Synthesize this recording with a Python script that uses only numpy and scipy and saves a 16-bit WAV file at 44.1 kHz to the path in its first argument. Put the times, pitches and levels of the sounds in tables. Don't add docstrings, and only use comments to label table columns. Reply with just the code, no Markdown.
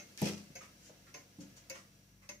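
import sys
import numpy as np
from scipy import signal
from scipy.fft import rfft, irfft, next_fast_len
from scipy.io import wavfile
from scipy.ndimage import map_coordinates

SR = 44100
rng = np.random.default_rng(int(sys.argv[2]) if len(sys.argv) > 2 else 0)


def wav_record(signal):
    frames = np.transpose(np.atleast_2d(signal))
    bounded = np.clip(frames, -1, 1)
    quanta = np.round(bounded * 32767).astype(np.int16)
    wavfile.write(sys.argv[1], SR, quanta)


N = 105840
AGE_S = np.arange(SR) / SR

# t/s, ring level/dB, steel ping level/dB, clatter level/dB, snap level/dB, pallet 0 or 1
BEATS = [(-.008, -53.5, -52.5, -51.5, -68, 1), (.553, -51.5, -49, -48.5, -52, 0),
         (1.141, -54, -52.5, -47, -55.5, 1), (1.698, -47, -53.5, -45, -42, 0),
         (2.290, -49.5, -49.5, -47.5, -47, 1)]
# f/Hz, level/dB, t60/s
TICK_MODES = [(535.2, 1.5, 0.25), (965, -7, 0.13), (2125, -8, 0.18), (2215, 1, 0.22), (2600, 1.5, 0.14),
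              (4880, -5, 0.11), (6560, -4, 0.13)]
# f/Hz, level/dB, t60/s
TOCK_MODES = [(585, 0.5, 0.22), (828, -4, 0.087), (2137, -1.5, 0.27), (2210, -6.5, 0.13),
              (2602, 10.5, 0.062), (5110, 5, 0.073), (6020, 14, 0.041)]
# f/Hz, level/dB, t60/s
PING_MODES = [(6340, 2.6, 0.26), (6420, 1.4, 0.14)]
# f/Hz, relative density/(dB per Hz)
CLATTER_SPECTRUM = [(150, -15), (300, -1.5), (430, -5.5), (580, 2), (720, -5.5), (1250, -8.5), (2150, 1.5),
                    (2750, -3.5), (3350, -12), (4900, -6.5), (5400, -3.5), (6500, -2.5), (8000, -21.5),
                    (15000, -21)]
# f/Hz, t60/s
CLATTER_T60 = [(300, 0.37), (2000, 0.26), (6000, 0.29), (12000, 0.39)]
# f/Hz, relative density/(dB per Hz)
TICK_SNAP = [(600, -18), (2500, -5), (3400, -22), (4850, 13.5), (5450, -2), (6600, 10), (7250, 6),
             (8200, -16), (10800, -1.5), (15500, -8)]
# f/Hz, relative density/(dB per Hz)
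TOCK_SNAP = [(600, -20), (2700, 2.5), (4300, -2), (5250, 8), (7000, -3), (8500, -25), (9400, 4),
             (11000, -11), (15500, -13)]
# t/s, length/s, level/dB
SLIDES = [(0.605, 0.013, -50), (1.062, 0.0072, -57), (1.741, 0.019, -49.5), (2.216, 0.006, -58)]
# f/Hz, relative density/(dB per Hz)
SLIDE_SPECTRUM = [(300, -7.5), (850, -8), (1220, 3), (1500, -3.5), (1900, 3.5), (3600, -10), (6000, -4.5),
                  (15000, -27.5)]
SNAP_T60_S, SNAP_LEFT_MINUS_RIGHT_DB, BEAT_ATTACK_S = 0.069, 5, 0.0047

# t/s, case level/dB, door level/dB, thud level/dB, thud centre f/Hz, thud t60/s
KNOCKS = [ (.217, -32, -66, -35.5, 243, 0.26), (.255, -48.5, -49, -39.5, 435, 0.33),
          (.324, -48, -73, -48, 191, 0.32), (.503, -78, -72, -50, 195, .06),
          (.895, -71, -70, -56.5, 510, 0.29), (1.146, -92, -59.5, -86, 300, 0.099),
          (1.386, -63, -47.5, -50.5, 180, 0.42)]
# f/Hz, level/dB, t60/s
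CASE_MODES = [(92.8, -12.5, 0.48), (146.2, 0.5, 0.31), (175.4, -1, 0.37), (204.2, 2.5, 0.41),
              (324.7, -4.5, 0.39), (391.6, -7.5, 0.28), (470.6, -12, 0.33), (499.5, -14, 0.43),
              (606, -10, 0.21), (644, -12.5, 0.13), (717, -13, 0.21), (831, -8, 0.16), (933, -10, 0.1)]
# f/Hz, level/dB, t60/s
PANEL_MODES = [(239.3, -15, 0.75), (288.7, 5.5, 0.28), (540, -7, 0.35)]
THUD_FALL_DB_PER_OCT, KNOCK_ATTACK_S = 14, 0.00066
PUSH_DB, PUSH_T60_S = 2.5, 0.034

# t/s, length/s, level/dB
SCRAPES = [(0.176, 0.048, -48.5), (0.216, 0.048, -45), (0.256, 0.029, -43.5), (0.371, 0.0087, -56.5)]
# f/Hz, relative density/(dB per Hz)
SCRAPE_SPECTRUM = [(150, -1), (600, -13), (1200, -5), (2500, 2), (3600, -2), (5800, 4), (7500, -3),
                   (10000, -8), (15000, -14)]
# f/Hz, t60/s
SCRAPE_T60 = [(500, 0.65), (2000, 0.28), (6000, 0.35), (12000, 0.32)]

# t/s, click level/dB, click centre f/Hz, ring level/dB
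CLICKS = [(0.1757, -37, 5000, -60), (0.2177, -30, 10500, -56), (.227, -42, 5400, -58),
          (0.255, -31, 4900, -49), (0.2597, -35, 5800, -47), (.3245, -44, 5900, -60)]
# f/Hz, level/dB, t60/s
CATCH_MODES = [(2064, 0, 0.17), (2474, 1.5, 0.26), (3220, -6, 0.25), (5440, 6, 0.12), (5860, 1, 0.16)]
CLICK_T60_S, CLICK_LEFT_MINUS_RIGHT_DB, CLICK_FALL_DB_PER_OCT = 0.007, 0, 14

# t/s, length/s, level/dB
CHAFES = [(0.793, 0.087, -57), (1.401, 0.0086, -54.5), (1.562, 0.0095, -55)]
# f/Hz, relative density/(dB per Hz)
CHAFE_SPECTRUM = [(400, -15.5), (2400, -8.5), (4000, -8.5), (4450, -8), (5050, -3.5), (6500, 3.5),
                  (8700, -10), (15000, -18)]
# f/Hz, t60/s
CHAFE_T60 = [(500, 0.62), (10000, 0.14)]
# f/Hz, level/dB, t60/s
HINGE_MODES = [(4480, -1, 0.11)]
CHAFE_RISE = 0.74

# f/Hz, relative density/(dB per Hz)
ROOM_SPECTRUM = [(30, -59), (48, 18), (70, -41), (105, -6.5), (170, -11), (270, -16), (450, -20),
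                 (4500, -31.5), (15000, -26.5)]
# t/s, level/dB
HISS_LEVEL = [(0, -60), (.6, -62.5), (1.05, -64), (1.33, -65), (1.5, -63), (1.9, -66.5), (2.4, -73.5)]
# f/Hz, relative density/(dB per Hz)
HISS_SPECTRUM = [(100, 4.5), (195, 14.5), (280, 9.5), (450, 10.5), (1000, -3), (2200, 3), (3600, -0.5),
                 (6000, 3), (8500, -6), (15000, -9)]
# f/Hz, relative density/(dB per Hz)
WHINE_SPECTRUM = [(5400, -32), (5720, -4), (5800, -4), (5950, -17), (6400, -65)]
# f/Hz, level/dB
HUM_TONES = [(97.5, -72.5), (129, -75.5), (148, -75.5), (195, -71.5), (5735, -81), (5783, -81.5)]
# t/s, level/dB
LOW_HUM_LEVEL = [(0, -73), (.7, -61.5), (1.2, -83), (1.6, -61), (1.95, -63), (2.4, -60)]
ROOM_DB, WHINE_DB, LOW_HUM_HZ = -66, -82.5, 51.8

# f/Hz, correlation/1
ALIKE = [(100, 1), (300, 0.83), (650, 0.43), (1500, 0), (15000, 0)]
# f/Hz, left minus right/dB
BALANCE = [(100, 3), (300, 0.5), (600, 2), (1800, -3.5), (3200, 0.5), (6000, 1), (11000, 3)]
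LOW_CUT_HZ, TOP_HZ = 57.3, 15600
BURST_RIPPLE_DB, HISS_RIPPLE_DB, RIPPLE_HZ, RIPPLE_TOP_HZ = 5, 4, 39.73, 5150


def escapement():
    out = np.zeros((2, N))
    for s, ring_db, ping_db, clatter_db, snap_db, pallet in BEATS:
        modes, snap = (TOCK_MODES, TOCK_SNAP) if round(pallet) else (TICK_MODES, TICK_SNAP)
        add(out, s, amp(ring_db) * ring(modes, BEAT_ATTACK_S, blur=0.28, blur_rate=153))
        add(out, s, amp(ping_db) * ring(PING_MODES, BEAT_ATTACK_S, blur=0.43, blur_rate=83))
        add(out, s, amp(clatter_db) * burst(CLATTER_SPECTRUM, CLATTER_T60, BEAT_ATTACK_S))
        add(out, s, amp(snap_db) * crack(snap, SNAP_T60_S, SNAP_LEFT_MINUS_RIGHT_DB))
    for s, length_s, db in SLIDES:
        add(out, s, amp(db) * burst(SLIDE_SPECTRUM, CLATTER_T60, attack_s=0.014, hold_s=length_s))
    return out


def door_knocks():
    out = np.zeros((2, N))
    for s, case_db, panel_db, thud_db, centre_hz, t60_s in KNOCKS:
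        rise = 1 - np.exp(-AGE_S / KNOCK_ATTACK_S)
        thud = noise(hump(centre_hz, THUD_FALL_DB_PER_OCT), SR) * amp(-60 * AGE_S / t60_s) * rise
        push = amp(PUSH_DB - 60 * AGE_S / PUSH_T60_S) * np.sin(2 * np.pi * centre_hz * AGE_S)
        add(out, s, amp(thud_db) * (thud - push))
        add(out, s, amp(case_db) * ring(CASE_MODES, attack_s=0.002, blur=0.3, blur_rate=25))
        add(out, s, amp(panel_db) * ring(PANEL_MODES, attack_s=0.018, blur=0.27, blur_rate=69))
    return out


def door_scrapes():
    out = np.zeros((2, N))
    for s, length_s, db in SCRAPES:
        grip = amp(2.4 * wobble(400, SR))
        rub = burst(SCRAPE_SPECTRUM, SCRAPE_T60, attack_s=0.0029, hold_s=length_s)
        add(out, s, amp(db) * grip * rub)
    return out


def catch_clicks():
    out = np.zeros((2, N))
    for s, click_db, centre_hz, ring_db in CLICKS:
        spectrum = hump(centre_hz, CLICK_FALL_DB_PER_OCT)
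        add(out, s, amp(click_db) * crack(spectrum, CLICK_T60_S, CLICK_LEFT_MINUS_RIGHT_DB))
        add(out, s, amp(ring_db) * ring(CATCH_MODES, attack_s=0.0045, blur=0.64, blur_rate=179))
    return out


def hinge_chafes():
    out = np.zeros((2, N))
    for s, length_s, db in CHAFES:
        rise_s = CHAFE_RISE * length_s
        add(out, s, amp(db) * burst(CHAFE_SPECTRUM, CHAFE_T60, attack_s=rise_s, hold_s=length_s))
        add(out, s, amp(db) * ring(HINGE_MODES, attack_s=rise_s, blur=0.47, blur_rate=300))
    return out


def hiss():
    level_db = np.interp(np.arange(N) / SR, *np.transpose(HISS_LEVEL))
    return amp(level_db) * resonant(noise(HISS_SPECTRUM, N), HISS_RIPPLE_DB)


def hum():
    t = np.arange(N) / SR
    level_db = np.interp(t, *np.transpose(LOW_HUM_LEVEL))
    out = amp(level_db) * np.sin(2 * np.pi * LOW_HUM_HZ * t)
    for hz, db in HUM_TONES:
        tone = amp(1.5 * wobble(6, N)) * np.sin(2 * np.pi * hz * t + .7 * wobble(7, N))
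        out += amp(db) * unit(tone)
    return out


def whine():
    return amp(WHINE_DB) * noise(WHINE_SPECTRUM, N)


def room():
    return amp(ROOM_DB) * noise(ROOM_SPECTRUM, N)


def ring(modes, attack_s, blur, blur_rate):
    out = np.zeros((2, SR))
    for k, (hz, db, t60_s) in enumerate(modes):
        apart = half_angle(hz) * rng.choice([-1, 1])
        drift = blur * np.sqrt(hz / 1e3) * np.array([wobble(blur_rate, SR), wobble(blur_rate, SR)])
        phase = 2 * np.pi * hz * AGE_S + drift + [[apart], [-apart]]
        out += (-1) ** k * amp(db - 60 * AGE_S / t60_s) * np.sin(phase)
    return out * (1 - np.exp(-AGE_S / attack_s))


def burst(spectrum, t60, attack_s, hold_s=0):
    hz, t, bands = signal.stft(resonant(noise(spectrum, SR), BURST_RIPPLE_DB), SR, nperseg=128)
    fade = amp(-60 * np.maximum(t - hold_s, 0) / along(t60, hz)[:, None])
    faded = signal.istft(bands * fade, SR, nperseg=128)[1][:, :SR]
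    return faded * (1 - np.exp(-AGE_S / attack_s))


def crack(spectrum, t60_s, left_minus_right_db):
    pan = amp([[left_minus_right_db / 2], [-left_minus_right_db / 2]])
    return noise(spectrum, SR) * amp(-60 * AGE_S / t60_s) * pan


def noise(spectrum, size):
    hz = np.fft.rfftfreq(size, 1 / SR)
    turn = half_angle(hz)
    phases = np.exp(2j * np.pi * rng.random((2, len(hz))))
    mid, side = irfft(phases * amp(along(spectrum, hz)) * [np.cos(turn), np.sin(turn)], size)
    return unit(np.array([mid + side, mid - side]))


def resonant(x, depth_db):
    spread, size = rfft(x), x.shape[1]
    depth = depth_db / (1 + (np.fft.rfftfreq(size, 1 / SR) / RIPPLE_TOP_HZ) ** 2)
    ripple = wobble(SR * SR / size / RIPPLE_HZ, spread.shape[1])
    return unit(irfft(spread * amp(depth * ripple), size))


def hump(centre_hz, fall_db):
    return [(centre_hz * 2. ** k, -fall_db * abs(k)) for k in range(-6, 7)]


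def half_angle(hz):
    return np.arccos(np.clip(along(ALIKE, hz), -1, 1)) / 2


def wobble(rate, size):
    return map_coordinates(rng.standard_normal(4096), [np.arange(size) * rate / SR], mode="wrap")


def along(points, hz):
    f, v = np.transpose(points)
    return np.interp(np.log(hz + 1), np.log(f + 1), v)


def add(track, s, sound):
    start = round(s * SR)
    part = sound[..., max(-start, 0):N - start]
    track[:, max(start, 0):][:, :part.shape[-1]] += part


def amp(db):
    return 10 ** (np.asarray(db) / 20)


def unit(x):
    return x / np.sqrt(np.mean(x ** 2) + 1e-20)


def scene():
    door = door_knocks() + door_scrapes() + catch_clicks() + hinge_chafes()
    background = hiss() + hum() + whine() + room()
    return escapement() + door + background


def record(dry):
    size = next_fast_len(N + SR // 2)
    hz = np.fft.rfftfreq(size, 1 / SR)
    colour = amp(along(BALANCE, hz) * np.array([[.5], [-.5]]))
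    low_cut = 1 - 1 / (1 + (hz / LOW_CUT_HZ) ** 8)
    return irfft(rfft(dry, size) * colour * low_cut * (hz < TOP_HZ), size)[:, :N]


dry = scene()
out = record(dry)
wav_record(out)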